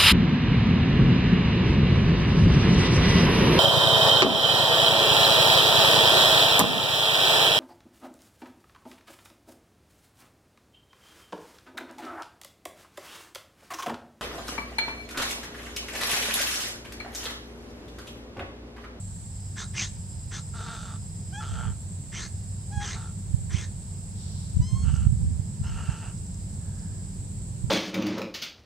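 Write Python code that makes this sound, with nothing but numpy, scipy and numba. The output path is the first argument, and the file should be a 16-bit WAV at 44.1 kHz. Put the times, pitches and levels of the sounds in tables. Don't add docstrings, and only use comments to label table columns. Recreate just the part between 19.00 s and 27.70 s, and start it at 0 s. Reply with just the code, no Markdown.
import sys
import numpy as np
from scipy import signal
from scipy.fft import rfft, irfft, next_fast_len
from scipy.io import wavfile
from scipy.ndimage import uniform_filter1d
from numba import njit

SR = 44100
rng = np.random.default_rng(int(sys.argv[2]) if len(sys.argv) > 2 else 0)


def generate_wav(sig):
    pcm = np.round(np.clip(np.atleast_2d(sig).T, -1, 1) * 32767).astype(np.int16)
    wavfile.write(sys.argv[1], SR, pcm)


N = 383669
T = np.arange(N) / SR


def from_db(db):
    return 10 ** (np.asarray(db) / 20)


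def rms_one(x):
    return x / np.sqrt(np.mean(x ** 2) + 1e-20)


def at_hz(points, hz):
    f, value = np.transpose(points)
    return np.interp(np.log(np.maximum(hz, 1)), np.log(f), value)


def gate(start, end, fade_s):
    return np.clip(np.minimum(T - start, end - T) / fade_s, 0, 1)


def envelope(start, length, attack_s, release_s, swell_db=0, sag_db=0):
    out = np.zeros(N)
    now = slice(*np.searchsorted(T, [start, start + length + 10 * release_s]))
    age = T[now] - start
    part = np.minimum(age / length, 1)
    hold = from_db(swell_db * (np.sin(np.pi * part) - 1) - sag_db * part)
    out[now] = np.minimum(age / attack_s, 1) * hold * np.exp(-np.maximum(age - length, 0) / release_s)
    return out


def drift(rate_hz):
    knots = np.arange(0, T[-1] + 1, 1 / (2 * rate_hz))
    values = np.random.default_rng(rng.integers(2 ** 31)).standard_normal(len(knots))
    return rms_one(np.interp(T, knots, values))


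def colour(x, spectrum):
    size = next_fast_len(N)
    hz = np.arange(size // 2 + 1) * SR / size
    return rms_one(irfft(rfft(x, size) * from_db(at_hz(spectrum, hz)), size)[..., :N])


def field(spectrum, pan_db):
    # f/Hz, correlation
    likeness = [(50, 0.76), (140, 1), (330, 0.82), (800, 0.56), (2000, 0.18), (4500, 0.084), (6500, -0.081),
                (8000, -0.22), (15000, 0.23)]
    size = next_fast_len(N)
    alike = np.clip(at_hz(likeness, np.arange(size // 2 + 1) * SR / size), -1, 1)
    noise = rfft(rng.standard_normal((2, size)))
    mid, side = irfft(noise * np.sqrt([1 + alike, 1 - alike]), size)[:, :N]
    return colour(np.array([mid + side, mid - side]), spectrum) * from_db([[pan_db / 2], [-pan_db / 2]])


def far_engine():
    # f/Hz, level/dB
    rumble_eq = [(20, -34), (32, -8.5), (48, -3.5), (70, -3.5), (100, -1.5), (125, -4), (165, -5.5),
                 (200, -8), (250, -23.5), (300, -25), (360, -26.5), (500, -33), (700, -39.5), (1500, -120)]
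    hum_hz, rise_db_per_s = 96, 0.5
    hum_gain = from_db(-37.5 + 0.94 * drift(7.7))
    hum = hum_gain * np.sin(2 * np.pi * np.cumsum(hum_hz + 0.5 * drift(2.8)) / SR)
    return hum + from_db(-39 + rise_db_per_s * T) * field(rumble_eq, pan_db=-1.75)


def open_air():
    # f/Hz, level/dB
    air_eq = [(300, 0), (600, 8.5), (900, 9.5), (1200, 1.5), (1700, 2.5), (2200, 0.5), (3400, 0.5),
              (4500, 5), (6500, 4), (9500, -3), (11000, -5.5), (15500, -12.5)]
    return from_db(-55.5) * field(air_eq, pan_db=-.6)


def wing_strokes(per_s, hz, sweep, duty, jitter, scratch):
    place = (np.cumsum(per_s * (1 + jitter * drift(12))) / SR) % 1 - .5
    pitch = hz * (1 - sweep * place + scratch * drift(500))
    return rms_one(np.exp(-(place / duty) ** 2) * np.sin(2 * np.pi * np.cumsum(pitch) / SR))


def insects():
    # f/Hz, level/dB
    chorus_eq = [(3880, -38), (6600, -12.5), (7270, 6.5), (8020, 10), (8430, 4), (9280, -10.5),
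                 (10000, -22), (13000, -55), (22000, -120)]
    # start/s, end/s, level/dB
    buzzes = [(.28, 2.55, -63), (3.05, 4.1, -65.5), (4.82, 5.2, -66), (6.15, 7.55, -67), (7.7, 8.2, -67)]
    chorus = from_db(-47 + 0.74 * drift(40)) * field(chorus_eq, pan_db=-2.5)
    chirper = wing_strokes(per_s=9.45, hz=7520, sweep=0.076, duty=0.14, jitter=0.015, scratch=0.0079)
    chirper *= from_db(np.interp(T, [2.8, 4.5], [-58, -66]))
    bouts = sum(from_db(db) * gate(start, end, fade_s=0.07) for start, end, db in buzzes)
    flutter = from_db(2.1 * drift(30))
    buzzer = wing_strokes(per_s=74, hz=5050, sweep=0.16, duty=0.45, jitter=.14, scratch=.016)
    return chorus + chirper + bouts * flutter * buzzer


def wind():
    # start/s, length/s, left level/dB, right level/dB
    gusts = [(2.479, 0.21, -37, -29), (3.73, 0.062, -32, -36), (4.276, 0.31, -41, -31),
             (5.528, .08, -18.5, -31), (5.715, 0.595, -28, -20.5), (6.574, 0.26, -34, -32),
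             (8.606, 0.19, -33.5, -27.5)]
    # f/Hz, level/dB
    wind_eq = [(20, -34), (42, -6), (75, 3.5), (125, -6.5), (180, -10), (250, -23.5), (400, -61),
               (900, -84), (3000, -78)]
    # t/s, port (0 left, 1 right), envelope peak/dB
    buffets = [(3.778, 1, -13), (4.346, 1, -5.5), (4.347, 0, -17), (4.548, 1, -9), (5.571, 0, -4.5),
               (5.602, 1, -5.5), (5.732, 1, -8.5), (5.883, 1, -7.5), (5.94, 1, -7), (6.07, 1, -3.5),
               (6.128, 1, -4.5), (6.398, 1, -11), (6.617, 0, -13), (6.893, 1, -8.5), (8.644, 1, -11)]
    breeze_db, buffet_hz = -51.5, 106.3
    flow = from_db(breeze_db)
    for start, length, left_db, right_db in gusts:
        gust = envelope(start, length, attack_s=0.031, release_s=0.047, swell_db=-1.5)
        flow = flow + from_db([[left_db], [right_db]]) * gust
    out = flow * colour(rng.standard_normal((2, N)), wind_eq) * from_db(1.8 * drift(12) - 1.5)
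    for s, port, db in buffets:
        near = np.abs(T - s) < .1
        cycles = (T[near] - s) * buffet_hz
        thump = np.cos(2 * np.pi * cycles + rng.uniform(0, 2 * np.pi)) / np.cosh(cycles / 0.28)
        out[int(port), near] += from_db(db) * thump
    return out


def current_call(calls):
    table = np.array(calls)
    latest = np.maximum(np.searchsorted(table[:, 0], T) - 1, 0)
    start, length, *columns = table.T[:, latest]
    return [np.clip((T - start) / length, 0, 1), *columns]


def syrinx(per_s, jitter, uneven_db, air, closing, tone_hz, tone):
    cycles = np.cumsum(per_s * np.exp(jitter * drift(140) + .05 * drift(14))) / SR
    count = cycles.astype(int)
    slaps = colour(np.diff(count, prepend=0).astype(float), [(1800, 4.0), (6000, 1.5)])
    phase = 2 * np.pi * np.cumsum(tone_hz * (1 + .035 * drift(110) + .012 * drift(9))) / SR
    hoarse = sum(np.sin(k * phase + rng.uniform(0, 2 * np.pi)) / np.sqrt(k) for k in range(1, 16))
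    breath = colour(rng.standard_normal(N), [(1200, 4.0), (4000, -3.5)])
    flow = air * breath + tone * rms_one(hoarse)
    opening = rms_one(np.exp(-(cycles % 1) / closing))
    return (slaps + opening * flow) * from_db(uneven_db * rng.standard_normal(N)[count])


def comb(x, spacing_hz, depth):
    return x + depth * np.interp(T - 1 / spacing_hz, T, x, left=0)


@njit
def resonate(x, centre, width):
    y = np.zeros(len(x))
    for i in range(2, len(x)):
        r = np.exp(-np.pi * width[i])
        drive = (1 - r * r) / 2 * (x[i] - x[i - 2])
        y[i] = drive + 2 * r * np.cos(2 * np.pi * centre[i]) * y[i - 1] - r * r * y[i - 2]
    return y


def voice(sound, resonances, eq, body_gain, top_gain):
    for hz, width_hz, db in resonances:
        sound = sound + from_db(db) * resonate(sound, hz / SR, np.full(N, width_hz / SR))
    sound = colour(sound, eq)
    body = signal.sosfiltfilt(signal.butter(4, 2900, fs=SR, output="sos"), sound)
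    body, top = [v / np.sqrt(uniform_filter1d(v * v, size=1100) + 1e-9) for v in (body, sound - body)]
    return body_gain * body + top_gain * top


def squawks():
    # start/s, length/s, level/dB, relative treble/dB, swell/dB, tightest moment/s,
    # first and second resonance at that moment/Hz, first and second resonance at the end/Hz
    calls = [(.556, 0.081, -42.5, 2.5, 2, .58, 1620, 3450, 1350, 3870),
             (.730, 0.14, -37.5, 1.5, 14.6, 0.795, 2240, 2550, 1820, 3800),
             (1.305, 0.085, -44.5, 3.5, 2.5, 1.335, 1720, 3420, 1310, 3850),
             (3.114, 0.15, -43.5, 2.5, 3.8, 3.165, 2170, 2930, 1780, 4300),
             (3.797, 0.15, -42.5, 2.5, 1.9, 3.88, 1470, 2980, 2200, 4000),
             (4.491, 0.16, -45.5, 1, 4, 4.575, 2360, 3180, 1780, 3750)]
    # f/Hz, level/dB
    squawk_eq = [(200, -10), (350, 2), (620, -7), (900, -2), (1200, -1), (1700, -1), (2600, -4), (3500, -5),
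                 (4500, -1), (6250, 2), (7300, -2), (8500, -14), (10500, -28), (15000, -35)]
    opening_hz, third_end_hz = (1830, 3450, 5840), 6540
    pinch_s, crescendo = 0.038, 0.73
    part, *_, tight_s, first_tight, second_tight, first_end, second_end = current_call(calls)
    ending_hz = (first_end, second_end, third_end_hz)
    first, second, third = [a + (b - a) * part for a, b in zip(opening_hz, ending_hz)]
    pinch = np.exp(-((T - tight_s) / pinch_s) ** 2)
    first += pinch * (first_tight - first)
    second += pinch * (second_tight - second)
    body, top = np.zeros((2, N))
    for start, length, db, treble_db, swell_db, *_ in calls:
        body += from_db(db) * envelope(start, length, attack_s=0.016, release_s=0.014, swell_db=swell_db)
        top += from_db(db + treble_db) * envelope(
            start, length, attack_s=0.038, release_s=0.016,
            swell_db=swell_db + 2, sag_db=-crescendo * swell_db)
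    source = syrinx(per_s=300, jitter=.13, uneven_db=1.8, air=2.3, closing=.9, tone_hz=420, tone=.45)
    throat = [(first, 300, 12), (second, 360, 12), (third, 480, 7)]
    return voice(comb(source, spacing_hz=349.5, depth=0.27), throat, squawk_eq, body, top)


def croaks():
    # start/s, length/s, level/dB, relative treble/dB, swell/dB, sag/dB,
    # first resonance width/Hz, second resonance/Hz, pulse rate/Hz, roughness (0-1)
    calls = [(1.530, .43, -41, -6, 7, 3, 170, 3720, 230, .5),
             (2.390, .33, -39, -9.5, 3.5, 7.5, 198, 3340, 133, 0.69),
             (3.940, 0.16, -42.5, -8.5, 3, 9.5, 280, 3770, 174, 0.95),
             (5.820, .25, -46.5, -5, 5.5, 5, 320, 2947, 165, .9),
             (6.625, 0.48, -47.5, -6, 4, 0, 440, 2866, 190, 1)]
    # f/Hz, level/dB
    croak_eq = [(200, -4), (420, 0), (600, 2), (850, 5.5), (1050, -8), (1400, 4), (1700, -1), (2150, -7),
                (2900, -2.5), (3400, -6.5), (3900, -6), (4500, 1.5), (5400, -2), (6500, 4.5), (10000, -22)]
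    attack_s, top_attack_s, release_s = 0.022, 0.041, 0.015
    first_hz, throat_sag, rasp_slowing = 1284, 0.043, .33
    part, *_, width_hz, second_hz, per_s, rough = current_call(calls)
    body, top = np.zeros((2, N))
    for start, length, db, treble_db, swell_db, sag_db, *_ in calls:
        body += from_db(db) * envelope(start, length, attack_s, release_s, swell_db, sag_db)
        top_shape = envelope(start, length, top_attack_s, release_s, swell_db, sag_db + 2.5)
        top += from_db(db + treble_db) * top_shape
    source = syrinx(per_s * (1 - rasp_slowing * part * part), jitter=.05 * rough, uneven_db=1.8,
                    air=1.3 * rough, closing=.65, tone_hz=452, tone=.6 * rough)
    sag = 1 - throat_sag * part
    ring_db = 15 - np.log2(width_hz / 270)
    throat = [(first_hz * sag, width_hz, ring_db), (second_hz * sag, 300, ring_db + 0.5)]
    throb = from_db(2.65 * drift(14))
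    return voice(comb(source, spacing_hz=226, depth=.38), throat, croak_eq, body * throb, top)


def clear_notes():
    # t/s, pitch/Hz, fundamental level/dB
    notes = [
        [(2.322, 717, -65), (2.33, 748, -51), (2.34, 804, -53), (2.358, 803, -50), (2.386, 846, -41),
         (2.4, 857, -41), (2.41, 845.0, -50)],
        [(3.708, 810, -54), (3.72, 790, -50), (3.732, 838, -46), (3.804, 816, -40), (3.84, 830, -42),
         (3.85, 818.9, -44)],
        [(5.6, 930, -67), (5.62, 978, -49), (5.668, 1045, -76), (5.706, 1050, -57), (5.744, 1054, -57),
         (5.772, 1076, -45.5), (5.842, 1083, -69)],
        [(6.63, 917, -72), (6.64, 975, -60), (6.65, 992.2, -67), (6.654, 995, -59), (6.662, 1043, -64),
         (6.682, 1056, -63), (6.7, 1069, -72)],
    ]
    # level/dB, crescendo/dB, throat resonance at the start/Hz, at the end/Hz
    stacks = [(-50, 1, 3080, 3400), (-55.5, 8.5, 4000, 3400), (-56.5, -5.5, 5400, 4350),
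              (-66.5, 3, 4200, 5700)]
    # f/Hz, level/dB
    low_eq = [(1650, 5), (2480, -9.5), (3330, -8), (4150, -17.5), (4950, -18), (5800, -9), (6600, -5),
              (7600, -24)]
    high_eq = [(2100, -4.5), (3200, 1), (4300, -1), (5300, -1), (6400, 3.5), (7500, -9), (9000, -30)]
    attack_s, overtone_attack_s, release_s = .008, 0.026, 0.0088
    waver, flutter = 1 + 0.0032 * drift(70), from_db(1.7 * drift(50))
    out = np.zeros(N)
    for contour, stack, eq in zip(notes, stacks, [low_eq, low_eq, high_eq, high_eq]):
        s, pitch, level = np.transpose(contour)
        overtones_db, crescendo_db, throat_from, throat_to = stack
        sounding = gate(s[0] - attack_s, s[-1] + release_s, attack_s)
        now = sounding > 0
        hz = np.interp(T[now], s, pitch)
        throat_hz = np.interp(T[now], s[[0, -1]], [throat_from, throat_to])
        phase = 2 * np.pi * np.cumsum(hz * waver[now]) / SR
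        tone = from_db(np.interp(T[now], s, level)) * np.sin(phase)
        bloom = envelope(s[0], s[-1] - s[0], overtone_attack_s, release_s, sag_db=-crescendo_db)[now]
        for k in range(2, 10):
            ring_db = 11 / (1 + ((k * hz - throat_hz) / 330) ** 2) - 2
            db = overtones_db + at_hz(eq, k * hz) + ring_db + 1.2 * drift(10)[now]
            tone += bloom * from_db(db) * np.sin(k * phase)
        out[now] += np.sqrt(2) * (sounding * flutter)[now] * tone
    return out


def far_birds():
    # start/s, length/s, level/dB
    far_call = (5.13, 0.29, -53)
    far_croak = (7.58, .34, -66)
    # f/Hz, level/dB
    hiss_eq = [(2500, -14), (3800, 3), (5000, 4), (5700, 4), (6500, -9), (8000, -25)]
    hiss = field(hiss_eq, pan_db=0.5)
    croak = colour(rng.standard_normal(N), [(600, -12), (1000, -4), (1700, 8), (2100, -19), (5000, -28)])
    return sum(from_db(db) * envelope(start, length, attack_s=0.072, release_s=0.16) * noise
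               for (start, length, db), noise in [(far_call, hiss), (far_croak, croak)])


def ticks():
    # t/s, level/dB
    snaps = [(5.9525, -44), (5.9671, -44), (6.9227, -49), (7.1774, -47), (7.2659, -48), (7.3444, -50),
             (7.5444, -49), (7.7544, -52), (7.7937, -49)]
    bursts = sum(from_db(db - 0.5) * np.exp(-np.abs(T - s) / 0.0021) for s, db in snaps)
    return bursts * colour(rng.standard_normal(N), [(3500, -26), (5000, 2), (6800, 3), (9000, -25)])


def foliage(x, wet_db, t60):
    t = T[:SR // 2]
    tail = rng.standard_normal((2, len(t))) * from_db(-60 * t / t60) * (t > .004)
    tail /= np.sqrt(np.sum(tail ** 2, axis=1, keepdims=True))
    return x + from_db(wet_db) * signal.fftconvolve(x[None], tail, axes=1)[:, :N]


def scene():
    foreground = foliage(squawks() + croaks() + clear_notes() + ticks(), wet_db=-15, t60=.4)
    return foreground + far_engine() + open_air() + far_birds() + insects() + wind()


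def record(dry):
    cutoff_hz = 15700
    return signal.sosfilt(signal.ellip(12, .1, 90, cutoff_hz, fs=SR, output="sos"), dry)


dry = scene()
out = record(dry)
generate_wav(out)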